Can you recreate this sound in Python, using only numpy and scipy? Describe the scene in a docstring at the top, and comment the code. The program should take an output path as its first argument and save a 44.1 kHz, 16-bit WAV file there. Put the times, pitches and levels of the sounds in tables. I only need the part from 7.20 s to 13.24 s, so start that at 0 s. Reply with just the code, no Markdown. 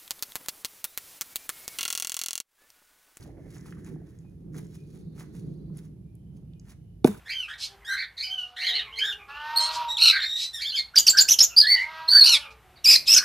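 """Soft chirps, whines and hisses, then close whistles, a burst of chips and harsh squawks:
cockatiels chattering in a wire aviary, whose hard walls answer each call. Further off a hen
draws out long moans over a faint outdoor rumble. Each voice is a syrinx, a harmonic stack that
shakes as it turns rough; hisses are unvoiced air. A small camera's limiter holds the peaks down."""
import sys
import numpy as np
from scipy import signal
from scipy.fft import rfft, irfft, next_fast_len
from scipy.io import wavfile
from scipy.ndimage import uniform_filter1d, minimum_filter1d, map_coordinates

SR = 44100
rng = np.random.default_rng(int(sys.argv[2]) if len(sys.argv) > 2 else 0)


def write(x):
    x = np.atleast_2d(x).T
    wavfile.write(sys.argv[1], SR, np.round(np.clip(x, -1, 1) * 32767).astype(np.int16))

N = 266364

PROGRESS = np.linspace(0, 1, 41)  # position within a call
# Chirp harmonics, first up: level/dB
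CHIRP_HARMONICS_DB = [3.5, 11.5, -16, -21.5, -22, -29, -27.5, -52.5]
# Broadband noise that swells and fades with each call: f/Hz, level/dB
CALL_NOISE_SPECTRUM = [(60, -17), (200, -11.5), (600, -13.5), (1500, -10), (2600, -5.5), (3600, 4),
                       (5200, 1.5), (8000, -9.5), (14000, -14.5)]


def amp(db):
    """Decibels to gain."""
    return 10 ** (np.asarray(db) / 20)


def unit(x):
    """Scale to rms 1."""
    return x / np.sqrt(np.mean(x ** 2) + 1e-20)


def along(points, hz):
    """Read (f/Hz, value) points on a log frequency axis."""
    knots_hz, values = np.transpose(points)
    return np.interp(np.log(hz + 1), np.log(knots_hz + 1), values)


def wobble(rate_hz, n):
    """Smooth random curve of n samples, rate_hz knots a second."""
    knots = rng.standard_normal(int(n * rate_hz / SR) + 4)
    return map_coordinates(knots, [np.arange(n) * rate_hz / SR])


def filtered(x, response):
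    """Apply the gain response(hz)."""
    n = x.shape[-1]
    size = next_fast_len(n + 8192)
    return irfft(rfft(x, size) * response(np.fft.rfftfreq(size, 1 / SR)), size)[..., :n]


def noise(spectrum, channels=1):
    """Coloured noise, rms 1."""
    white = rng.standard_normal((channels, N))
    return unit(filtered(white, lambda hz: amp(along(spectrum, hz))))


def spread(pair, coherence):
    """Mix two unrelated signals to left and right of a given coherence."""
    def weights(hz):
        angle = np.arccos(np.clip(along(coherence, hz), -1, 1)) / 2
        return np.array([np.cos(angle), np.sin(angle)])
    mid, side = filtered(pair, weights)
    return np.array([mid + side, mid - side])


def hump(crest, first, top, last):
    """Two half parabolas, first to top to last, joined at crest (0-1)."""
    crest = np.clip(crest, .05, .95)
    away = PROGRESS - crest
    before = (first - top) * (away / crest) ** 2
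    after = (last - top) * (away / (1 - crest)) ** 2
    return top + np.where(away < 0, before, after)


def controls(start_s, length_s, *columns):
    """One call as rows of t/s and the given columns."""
    return np.column_stack(np.broadcast_arrays(start_s + length_s * PROGRESS, *columns))


def gesture(rows, fade_s):
    """Sample indices, soft gate and per-sample control curves of one call."""
    times, *columns = np.transpose(rows)
    index = np.arange(max(int((times[0] - fade_s) * SR), 0), min(int((times[-1] + fade_s) * SR), N))
    t = index / SR
    ramp = np.clip(np.minimum(t - times[0], times[-1] - t) / fade_s + 1, 0, 1)
    return index, np.sin(ramp * np.pi / 2) ** 2, [np.interp(t, times, column) for column in columns]


def arch(row, rise_db, fall_db, fray=0, dulling_db=0):
    """Note that bends once, swells and sinks; fray roughens its ends, dulling fades its overtones."""
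    start_s, length_s, first_hz, middle_hz, last_hz, crest, db, rough, *colour_db = row
    pitch_hz = np.polyval(np.polyfit([0, .5, 1], [first_hz, middle_hz, last_hz], 2), PROGRESS)
    level_db = db + hump(crest, -rise_db, 0, -fall_db)
    if colour_db:
        colour_db[0] += dulling_db * (.5 - PROGRESS)
    return controls(start_s, length_s, pitch_hz, level_db, rough + hump(crest, fray, 0, fray), *colour_db)


def glide(row, crest, edge_db, rough):
    """Note that slides straight between two pitches."""
    start_s, length_s, first_hz, last_hz, db = row
    pitch_hz = first_hz + (last_hz - first_hz) * PROGRESS
    return controls(start_s, length_s, pitch_hz, db + hump(crest, -edge_db, 0, -edge_db), rough)


def syrinx(calls, harmonics_db, jitter, jitter_hz, flutter_db, flutter_hz, rasp, fade_s):
    """Harmonic stack whose pitch (jitter) and level (flutter) shake with roughness.
    Call rows: t/s, f/Hz, level/dB, roughness/0-1, optionally overtones/dB, undertones/dB."""
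    out = np.zeros(N)
    k = np.arange(1, len(harmonics_db) + 1)[:, None]
    strongest = np.argmax(harmonics_db) + 1
    groups = [k > strongest, k < strongest]  # overtones, undertones
    for rows in calls:
        index, gate, (pitch_hz, db, rough, *extra_db) = gesture(rows, fade_s)
        n = len(index)
        rough = np.clip(rough, .15, 1)
        tremble = rough * wobble(jitter_hz, n)
        wander = .55 * np.sqrt(rough) * wobble(jitter_hz / 3, n)
        pitch_hz = pitch_hz * (1 + jitter * (tremble + wander))
        phase = 2 * np.pi * np.cumsum(pitch_hz) / SR
        boost_db = sum(group * extra for group, extra in zip(groups, extra_db))
        strength = amp(np.array(harmonics_db)[:, None] + boost_db) * (k * pitch_hz < SR / 2)
        # Uneven cycles put a noise skirt around each harmonic.
        skirt = np.array([wobble(800, n) + 1j * wobble(800, n) for _ in harmonics_db])
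        depth = rasp * rough ** 1.5
        stack = np.sum(strength * np.imag((1 + depth * skirt) * np.exp(1j * k * phase)), axis=0)
        stack /= np.sqrt(.5 + depth ** 2)
        flutter = unit(amp(flutter_db * np.sqrt(rough) * wobble(flutter_hz, n)))
        out[index] += gate * amp(db) * flutter * stack
    return out


def call_noise(call, spectrum, relative_db):
    """Broadband noise that swells and fades with a call."""
    envelope = np.sqrt(np.abs(uniform_filter1d(call ** 2, size=400)))
    return amp(relative_db) * envelope * noise(spectrum)[0]


def aviary(x, walls_db, tail_db):
    """Direct sound, early wall echoes and a short diffuse tail, in stereo."""
    # Tail decay: f/Hz, T60/s
    decay = [(300, 0.91), (1500, 0.29), (4000, 0.21), (7000, 0.2), (14000, 0.29)]
    # Echo likeness, left to right: f/Hz, coherence/0-1
    coherence = [(500, .99), (2000, .98), (4500, .88), (9000, .45), (14000, .3)]
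    n = SR // 2
    hz, t, bins = signal.stft(rng.standard_normal((2, n)), SR, nperseg=256)
    bins *= amp(-60 * t / along(decay, hz)[:, None])
    tail = signal.istft(bins, SR, nperseg=256)[1][:, :n]
    tail *= 1 - np.exp(-np.arange(n) / SR / .021)  # 21 ms build-up
    walls = np.zeros((2, n))
    for channel in walls:
        delay_s = rng.uniform(.002, .035, size=30)
        channel[(delay_s * SR).astype(int)] = rng.standard_normal(size=30) * np.exp(-delay_s / .017)
    response = (amp(tail_db) * unit(tail) + amp(walls_db) * unit(walls)) / np.sqrt(n)
    return x + signal.fftconvolve(x[None], spread(response, coherence), axes=1)[:, :N]


def outdoor_air():
    """Faint rumble, gently shifting in level."""
    # Outdoor noise: f/Hz, level/dB
    spectrum = [(15, -24.5), (35, -22), (50, -2), (62, 1), (80, -9), (130, -9.5), (250, -21.5),
                (450, -22.5), (800, -18), (1600, -20), (2700, -23), (4500, -33.5), (7000, -36),
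                (14500, -35)]
    # Its likeness, left to right: f/Hz, coherence/0-1
    coherence = [(40, 0.91), (130, 1), (500, 1), (4000, 1), (10000, .6)]
    drift_db = 1.5 * wobble(5, N)
    return amp(-59.5 + drift_db) * spread(noise(spectrum, channels=2), coherence)


def far_birds():
    """Chirps from the aviary's far end, mostly echo."""
    # Chirps: t/s, length/s, first f/Hz, last f/Hz, level/dB
    rows = [ (0.488, 0.031, 1600, 1580, -65), (0.616, 0.03, 1060, 937, -63),
            (1.619, 0.071, 1290, 1000, -55), (1.991, 0.035, 1225, 1217, -57.5),
            (2.099, 0.12, 1283, 1495, -52.5), (4.3, .04, 1442, 1280, -54), (5.208, 0.066, 1494, 1208, -51),
            (5.565, 0.013, 2200, 2043, -60.5)]
    notes = [glide(row, crest=.4, edge_db=1.5, rough=.55) for row in rows]
    calls = syrinx(notes, CHIRP_HARMONICS_DB, jitter=.06, jitter_hz=300,
                   flutter_db=4, flutter_hz=150, rasp=.7, fade_s=.01)
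    return amp(-7) * aviary(calls, walls_db=0, tail_db=0)


def moan(curve, tone_shift):
    """Held note that sags, hoarse at both ends, its tone shifting throughout."""
    times, hz, db = np.transpose(curve)
    first_over_db, last_over_db, last_under_db = tone_shift
    length_s = times[-1] - times[0]
    t = times[0] + length_s * PROGRESS
    rough = hump(crest=.6, first=.28, top=.12, last=.3)
    overtones_db = first_over_db + (last_over_db - first_over_db) * PROGRESS
    return controls(times[0], length_s, np.interp(t, times, hz), np.interp(t, times, db),
                    rough, overtones_db, last_under_db * PROGRESS)


def hen():
    """Long, slightly hoarse moans and faint low mutters from the yard."""
    # One curve per moan: t/s, f/Hz, level/dB
    curves = [
        [(1.08, 251, -61), (1.2, 243, -57), (1.4, 244.7, -55), (1.6, 234, -63)],
        [(2.1, 278, -54), (2.2, 297, -46), (2.28, 304, -37), (2.4, 313.6, -33), (2.5, 319.6, -29),
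         (2.6, 320.4, -29.5), (2.67, 312, -36), (2.76, 278, -53)],
        [(4.5, 284, -55), (4.6, 307, -53), (4.7, 317, -42), (4.78, 320, -38.5), (4.9, 323, -47),
         (5.0, 324, -50), (5.1, 312, -50), (5.28, 272, -63)],
    ]
    # Tone per moan: first overtones/dB, last overtones/dB, last undertones/dB
    tone_shifts = [(-4, -2, 0), (13, -26, -1.5), (0, 8.5, 16)]
    # Mutters: t/s, length/s, first f/Hz, last f/Hz, level/dB
    mutter_rows = [ (.5, 0.12, 394.4, 389, -59.5), (1.5, 0.088, 457, 405, -54),
                   (1.721, 0.39, 456.5, 400.6, -59.5), (5.282, 0.11, 451, 421, -61.5),
                   (5.439, 0.15, 373.5, 358, -58.5)]
    # Harmonics, first up: level/dB
    moan_harmonics_db = [-44, -19, 0, -12, -8, -10, -23, -24]
    mutter_harmonics_db = [2.5, 2.5, -30, -20]
    # Hoarse noise in the moans: f/Hz, level/dB
    hoarse_spectrum = [(300, -31), (700, -16.5), (1250, 3.5), (1900, -17.5), (2600, -4), (4300, -7),
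                       (5600, -17), (8000, -37), (12000, -28.5)]
    moan_notes = [moan(curve, shift) for curve, shift in zip(curves, tone_shifts)]
    mutter_notes = [glide(row, crest=.13, edge_db=5, rough=.4) for row in mutter_rows]
    moans = syrinx(moan_notes, moan_harmonics_db, jitter=.016, jitter_hz=120,
                   flutter_db=3, flutter_hz=50, rasp=.7, fade_s=.03)
    mutters = syrinx(mutter_notes, mutter_harmonics_db, jitter=.06, jitter_hz=150,
                     flutter_db=6, flutter_hz=30, rasp=.4, fade_s=.02)
    yard = amp(-1) * moans + amp(-7.5) * mutters + call_noise(moans, hoarse_spectrum, relative_db=-9)
    return aviary(yard, walls_db=-10, tail_db=-8)


def hisses():
    """Unvoiced air pushed through an open beak."""
    # Hisses: t/s, length/s, crest/0-1, level/dB
    rows = [ (0.391, 0.067, 0.7, -35.5), (1.245, 0.058, 0.54, -67), (2.511, 0.054, 0.84, -37),
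            (3.17, 0.081, 0.79, -34.5), (5.304, 0.017, 0.29, -58), (5.866, 0.018, 0.29, -30.5)]
    # Beak noise: f/Hz, level/dB
    spectrum = [(590, -77), (1000, -59), (2040, -44), (2160, -20.5), (3140, -14.5), (4120, -5.5),
                (5660, -13.5), (12200, -32), (14500, -40), (15000, -74)]
    envelope = np.zeros(N)
    for start_s, length_s, crest, top_db in rows:
        swell_db = top_db + hump(crest, first=-13, top=0, last=-4)
        index, gate, (db,) = gesture(controls(start_s, length_s, swell_db), fade_s=.018)
        envelope[index] += gate * amp(db)
    return envelope * noise(spectrum)[0]


def peeps():
    """Low, nearly pure notes; one is long and wavers."""
    # Peeps: t/s, length/s, first, middle, last f/Hz, crest/0-1, level/dB, roughness/0-1
    rows = [ (0.688, 0.076, 1633, 1556, 1560, 0.47, -31, 0.26),
            (1.812, 0.1, 1662, 1660, 1543, 0.19, -36, 0.34),
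            (2.926, 0.068, 1533, 1600, 1711, 0.28, -30.5, 0.36),
            (3.744, 0.006, 1425, 1574, 1575, .2, -37.5, .3),
            (3.937, 0.064, 1560, 1601, 1562, 0.83, -29, 0.25),
            (4.925, .06, 1564, 1547, 1678, 0.45, -28, 0.36),
            (5.951, 0.11, 1566, 1585, 1610, 0.59, -34.5, 0.45)]
    # Long peep: t/s, f/Hz, level/dB
    long_peep = [(4.42, 1660, -44), (4.434, 1725, -30), (4.458, 1782, -30), (4.508, 2133, -23.5),
                 (4.516, 2118, -29), (4.546, 2053, -23), (4.584, 1948, -24), (4.63, 2152, -26.5),
                 (4.675, 2164, -40)]
    # Harmonics, first up: level/dB
    harmonics_db = [0, -24, -48]
    notes = [arch(row, rise_db=6.5, fall_db=6.5) for row in rows]
    notes.append([(t, hz, db - 2, .16) for t, hz, db in long_peep])
    return syrinx(notes, harmonics_db, jitter=.1, jitter_hz=450,
                  flutter_db=5, flutter_hz=200, rasp=.8, fade_s=.01)


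def whines():
    """Thin notes led by the second harmonic."""
    # Whines: t/s, length/s, first, middle, last f/Hz, crest/0-1, level/dB, roughness/0-1, overtones/dB
    rows = [ (0.124, 0.14, 1576, 1512, 1227, .55, -36.5, .2, -2.5),
            (1.043, 0.026, 1512, 1514, 1480, .3, -36.5, .1, 1.5),
            (1.094, 0.068, 1510, 1544, 1483, .4, -36.5, .12, -4.5),
            (1.177, 0.074, 1500, 1460, 1404, 0.12, -34, .1, -9.5),
            (1.421, .1, 1342, 1619, 1540, .75, -33.5, 0.36, 0.5),
            (1.531, 0.098, 1500, 1510, 1544, .3, -35, .55, -14),
            (1.719, 0.05, 1400, 1577, 1530, .3, -45, .3, -22),
            (1.798, .047, 1540, 1570, 1660, 0.38, -27.5, .15, -11),
            (1.844, 0.085, 1625, 1819, 1432, .35, -29.5, 0.37, -2.5),
            (2.686, 0.071, 1890, 1904, 1882, .35, -31.5, .1, -2),
            (3.005, 0.28, 1866, 1904, 1966, .72, -32, .2, -1.5),
            (3.445, 0.058, 1570, 1764, 1690, .45, -31.5, .2, -2),
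            (3.527, 0.07, 1467, 1661, 1870, .45, -31, .3, -1),
            (4.42, 0.056, 1634, 1773, 1920, .4, -37, 0.53, -11),
            (4.565, 0.03, 1480, 1507, 1480, .5, -38.5, 0.32, -17)]
    # Harmonics, first up: level/dB
    harmonics_db = [-18, 6.5, -11.5, -12, -44, -22.5, -24, -22]
    notes = [arch(row, rise_db=7, fall_db=7.5, dulling_db=2.5) for row in rows]
    return syrinx(notes, harmonics_db, jitter=.07, jitter_hz=450,
                  flutter_db=5.5, flutter_hz=170, rasp=1.1, fade_s=.008)


def chirps():
    """Short soft notes that dull as they go."""
    # Chirps: t/s, length/s, first, middle, last f/Hz, crest/0-1, level/dB, roughness/0-1,
    # overtones/dB, undertones/dB
    rows = [ (.055, .024, 1670, 1713, 1820, 0.6, -58.5, 0.55, 19, 14),
            (.083, 0.057, 1974, 2202, 2297, 0.44, -42.5, 1, 8, 12.5),
            (0.279, 0.082, 1455, 1728, 1770, 0.18, -51, 1, 10.5, 10.5),
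            (0.651, 0.11, 1653, 1977, 2020, .8, -43.5, 0.24, 16.5, 7),
            (.765, 0.083, 2044, 2142, 1850, 0.1, -42, 0.87, -4, 12),
            (.972, 0.047, 2090, 2104, 2176, 0.94, -38.5, 0.8, 4, -5),
            (1.018, 0.081, 2274, 2390, 2255, 0.17, -42, 0.61, 4, 2.5),
            (1.366, 0.12, 1758, 2054, 2130, 0.46, -39, 0.86, 4.5, 7),
            (1.46, 0.072, 2126, 1932, 1800, 0.19, -35, 0.62, -8, 2),
            (1.525, 0.086, 1880, 2089, 1775, 0.3, -34, 0.6, -10, -1),
            (1.76, 0.025, 2080, 2100, 2170, .6, -43.5, 0.42, 4, 3),
            (1.784, 0.016, 2150, 2316, 2460, 0.42, -38, .45, 9.5, 9),
            (2.905, 0.1, 2350, 2072, 1827, 0.048, -35.5, 0.97, -10, 9),
            (3.001, 0.0522, 1847, 2000, 2075, 0.92, -35, 0.99, -17, 5.5),
            (3.334, 0.065, 1818, 1822, 1633, 0.26, -40.5, .25, 17, -5.5),
            (3.399, 0.051, 1892, 2148, 2333, 0.42, -38.5, 1, 12, 1.5),
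            (3.485, 0.04, 2340, 2190, 2080, 0.23, -38.5, 0.46, -6, -25),
            (3.561, 0.04, 2484, 2158, 1990, 0.82, -29, 0.42, 3, -5)]
    notes = [arch(row, rise_db=10.5, fall_db=7, dulling_db=8) for row in rows]
    return syrinx(notes, CHIRP_HARMONICS_DB, jitter=.06, jitter_hz=400,
                  flutter_db=3.5, flutter_hz=200, rasp=.55, fade_s=.005)


def soft_birds():
    """Quiet chatter around the aviary, rich in echoes."""
    chatter = amp(-6.5) * chirps() + amp(-6) * whines() + amp(.5) * peeps() + amp(1) * hisses()
    broadband = call_noise(chatter, CALL_NOISE_SPECTRUM, relative_db=-24)
    return aviary(chatter + broadband, walls_db=-1, tail_db=-7)


def squeaks():
    """Low-register slides at the edges of the chips."""
    # Squeaks: t/s, length/s, first f/Hz, last f/Hz, level/dB
    rows = [ (3.76, 0.007, 2170, 2900, -29), (3.783, 0.0052, 2960, 3760, -13.5),
            (3.869, 0.014, 2244, 3690, -22.5), (3.977, 0.0089, 2290, 3170, -34.5),
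            (4.085, .022, 2546, 3680, -23.5), (4.12, 0.03, 3400, 3100, -27),
            (4.188, 0.012, 2840, 3300, -26)]
    # Harmonics, first up: level/dB
    harmonics_db = [-4.5, -0.5, -10.5, -12, -9]
    notes = [glide(row, crest=.65, edge_db=3.5, rough=.61) for row in rows]
    return syrinx(notes, harmonics_db, jitter=.1, jitter_hz=700,
                  flutter_db=5, flutter_hz=400, rasp=1.1, fade_s=.0015)


def rasps():
    """Low, rough notes into which the whistles break."""
    # Rasps: t/s, length/s, first, middle, last f/Hz, crest/0-1, level/dB, roughness/0-1, overtones/dB
    rows = [ (2.396, 0.093, 1049, 1064, 1089, 0.24, -56, 0.22, 22),
            (2.785, 0.1287, 1325, 1385, 1348, 1, -30, 0.67, -4),
            (5.039, .075, 1228, 1412, 1391, 0.94, -32.5, .75, 2.5),
            (5.108, .064, 1495, 1337, 1089, 0.46, -32, .6, 5.5)]
    # Harmonics, first up: level/dB
    harmonics_db = [-17, 0.5, 7.5, -1.5, -14.5, -17, -16.5, -14.5, -27, -23.5]
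    notes = [arch(row, rise_db=15, fall_db=12, dulling_db=.5) for row in rows]
    return syrinx(notes, harmonics_db, jitter=.05, jitter_hz=400,
                  flutter_db=3, flutter_hz=250, rasp=.8, fade_s=.01)


def whistles():
    """Loud high notes that fray at their weak ends."""
    # Whistles: t/s, length/s, first, middle, last f/Hz, crest/0-1, level/dB, roughness/0-1, overtones/dB
    rows = [ (2.36, 0.053, 4070, 4336, 3970, 0.13, -20.5, .38, 4),
            (2.42, 0.096, 4120, 4180, 4140, .4, -30, 0.8, -14),
            (2.768, 0.0263, 3494, 3700, 4100, 0.26, -26.5, 0.86, 2),
            (2.8, .113, 4104, 4220, 3862, 0.42, -15, 0.64, -1),
            (4.366, .052, 4510, 4900, 4350, .25, -7, 0.34, -6),
            (4.42, 0.021, 4450, 4360, 4250, 0.22, -21.5, .55, 0.5),
            (4.468, 0.085, 4330, 4464, 4573, .62, -13, 0.092, -8.5),
            (4.879, .022, 4320, 4290, 4440, .4, -19, .4, -6.5),
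            (4.905, 0.11, 4426, 4568, 4383, 0.8, -7.5, .1, -7.5),
            (5.008, .02, 4310, 4306, 4290, 0.37, -5.5, 0.13, -5.5),
            (5.029, 0.058, 4330, 4606, 4207, 0.22, -15, 0.99, 1)]
    # Harmonics, first up: level/dB
    harmonics_db = [0, -19, -24]
    notes = [arch(row, rise_db=12, fall_db=5.5, fray=.43, dulling_db=5) for row in rows]
    return syrinx(notes, harmonics_db, jitter=.028, jitter_hz=600,
                  flutter_db=5.5, flutter_hz=280, rasp=.6, fade_s=.003)


def chips():
    """Each chip runs unbroken from a scrape to a low note, then leaps to the upper register."""
    # Chips: t/s, scrape, low, high length/s, low, high f/Hz, scrape, low, high level/dB, roughness/0-1
    rows = [ (3.759, 0.011, 0.024, 0.013, 4666, 7250, -19.5, -9, -14.5, 0.31),
            (3.868, .013, 0.014, 0.0211, 4745, 7410, -15.5, -6, -14.5, 0.47),
            (3.972, .012, 0.02, 0.028, 4692, 7170, -18, -5.5, -14, 0.42),
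            (4.08, .007, .019, 0.024, 5690, 6070, -30, -14.5, -10, .7),
            (4.189, .015, 0.018, 0.031, 5285, 6800, -16.5, -8, -13, .33)]
    # Harmonics, first up: level/dB
    harmonics_db = [0, -18, -19]
    scrape_hz, scrape_rough = 5400, .9
    scrape_over_db, low_over_db, high_over_db = -4, -4.5, 4.5
    low_bend, high_bend = np.array([1.05, .99, 1.08]), np.array([.94, .99, .93])  # dip, arch
    low_crest, high_crest = .3, .45
    notes = []
    for start_s, scrape_s, low_s, high_s, low_hz, high_hz, scrape_db, low_db, high_db, rough in rows:
        scrape = controls(start_s, scrape_s, scrape_hz, scrape_db, scrape_rough, scrape_over_db)
        onset_s = start_s + scrape_s
        low = (onset_s, low_s, *low_hz * low_bend, low_crest, low_db, rough, low_over_db)
        high = (onset_s + low_s, high_s, *high_hz * high_bend, high_crest, high_db, rough, high_over_db)
        tones = [arch(row, rise_db=7, fall_db=7, fray=.3) for row in (low, high)]
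        notes.append(np.vstack([scrape] + tones))
    return syrinx(notes, harmonics_db, jitter=.065, jitter_hz=700,
                  flutter_db=3.5, flutter_hz=350, rasp=.9, fade_s=.002)


def squawks():
    """A clear start breaks into an uneven rattle that swings pitch against level."""
    # One curve per squawk: t/s, second harmonic f/Hz, level/dB
    curves = [
        [(5.646, 5660, -22.5), (5.655, 5250, -16.5), (5.664, 4550, -15), (5.677, 4970, -16.5),
         (5.692, 5110, -12.5), (5.714, 4855, -6.5), (5.744, 5210, -12), (5.755, 4750, -14.5),
         (5.768, 4550, -22)],
        [(5.879, 5290, -17), (5.886, 5046, -15), (5.898, 5280, -13.5), (5.938, 5615, -13), (5.951, 6440, -12.5),
         (5.963, 5435, -19.5), (5.98, 5330, -10.5), (5.989, 4500, -23)],
    ]
    # Harmonics, first up: level/dB
    harmonics_db = [-14, 0.5, -15.5, -19.5, -18, -42]
    clear_s, rattle_hz, rattle_db, pitch_swing, overtones_db = .0458, 85.6, 3.5, .08, -1.5
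    notes = []
    for curve in curves:
        times, second_hz, db = np.transpose(curve)
        t = np.arange(times[0], times[-1], 1 / SR)
        broken = np.clip((t - times[0] - clear_s) / .008, 0, 1)
        beats = np.cumsum(rattle_hz * np.exp(.2 * wobble(rattle_hz, len(t)))) / SR
        rattle = broken * signal.sawtooth(2 * np.pi * beats, width=.25)
        pitch_hz = np.interp(t, times, second_hz) / 2 * (1 + pitch_swing * rattle)
        level_db = np.interp(t, times, db) - rattle_db * rattle
        rough = .22 + .4 * broken
        notes.append(np.column_stack([t, pitch_hz, level_db, rough, np.full(len(t), overtones_db)]))
    return syrinx(notes, harmonics_db, jitter=.066, jitter_hz=470,
                  flutter_db=4.5, flutter_hz=320, rasp=.8, fade_s=.003)


def loud_birds():
    """Close calls, mostly direct sound; broadband noise swells and fades with them."""
    whistle, rasp, squawk, chip = whistles(), rasps(), squawks(), chips()
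    calls = amp(-.5) * (whistle + chip) + amp(8.5) * rasp + amp(1) * squawk + amp(2) * squeaks()
    broadband = call_noise(chip, CALL_NOISE_SPECTRUM, relative_db=-16)
    broadband += call_noise(squawk + rasp, CALL_NOISE_SPECTRUM, relative_db=-16)
    broadband += call_noise(whistle, CALL_NOISE_SPECTRUM, relative_db=-29)
    return aviary(calls + broadband, walls_db=-7, tail_db=-14)


def scene():
    """Birds slightly to the right, over outdoor air."""
    birds = soft_birds() + far_birds() + loud_birds() + hen()
    return birds * amp([[-.5], [.5]]) + outdoor_air()


def record(dry):
    """The camera's fast limiter, then its steep band limit."""
    ceiling_db, top_hz = -2.5, 14700
    peak = np.abs(dry).max(axis=0)
    needed = np.minimum(1, amp(ceiling_db) / (peak + 1e-9))
    gain = uniform_filter1d(minimum_filter1d(needed, size=120), size=100)
    return filtered(dry * gain, lambda hz: 1 / np.sqrt(1 + (hz / top_hz) ** 160))


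dry = scene()
out = record(dry)
write(out)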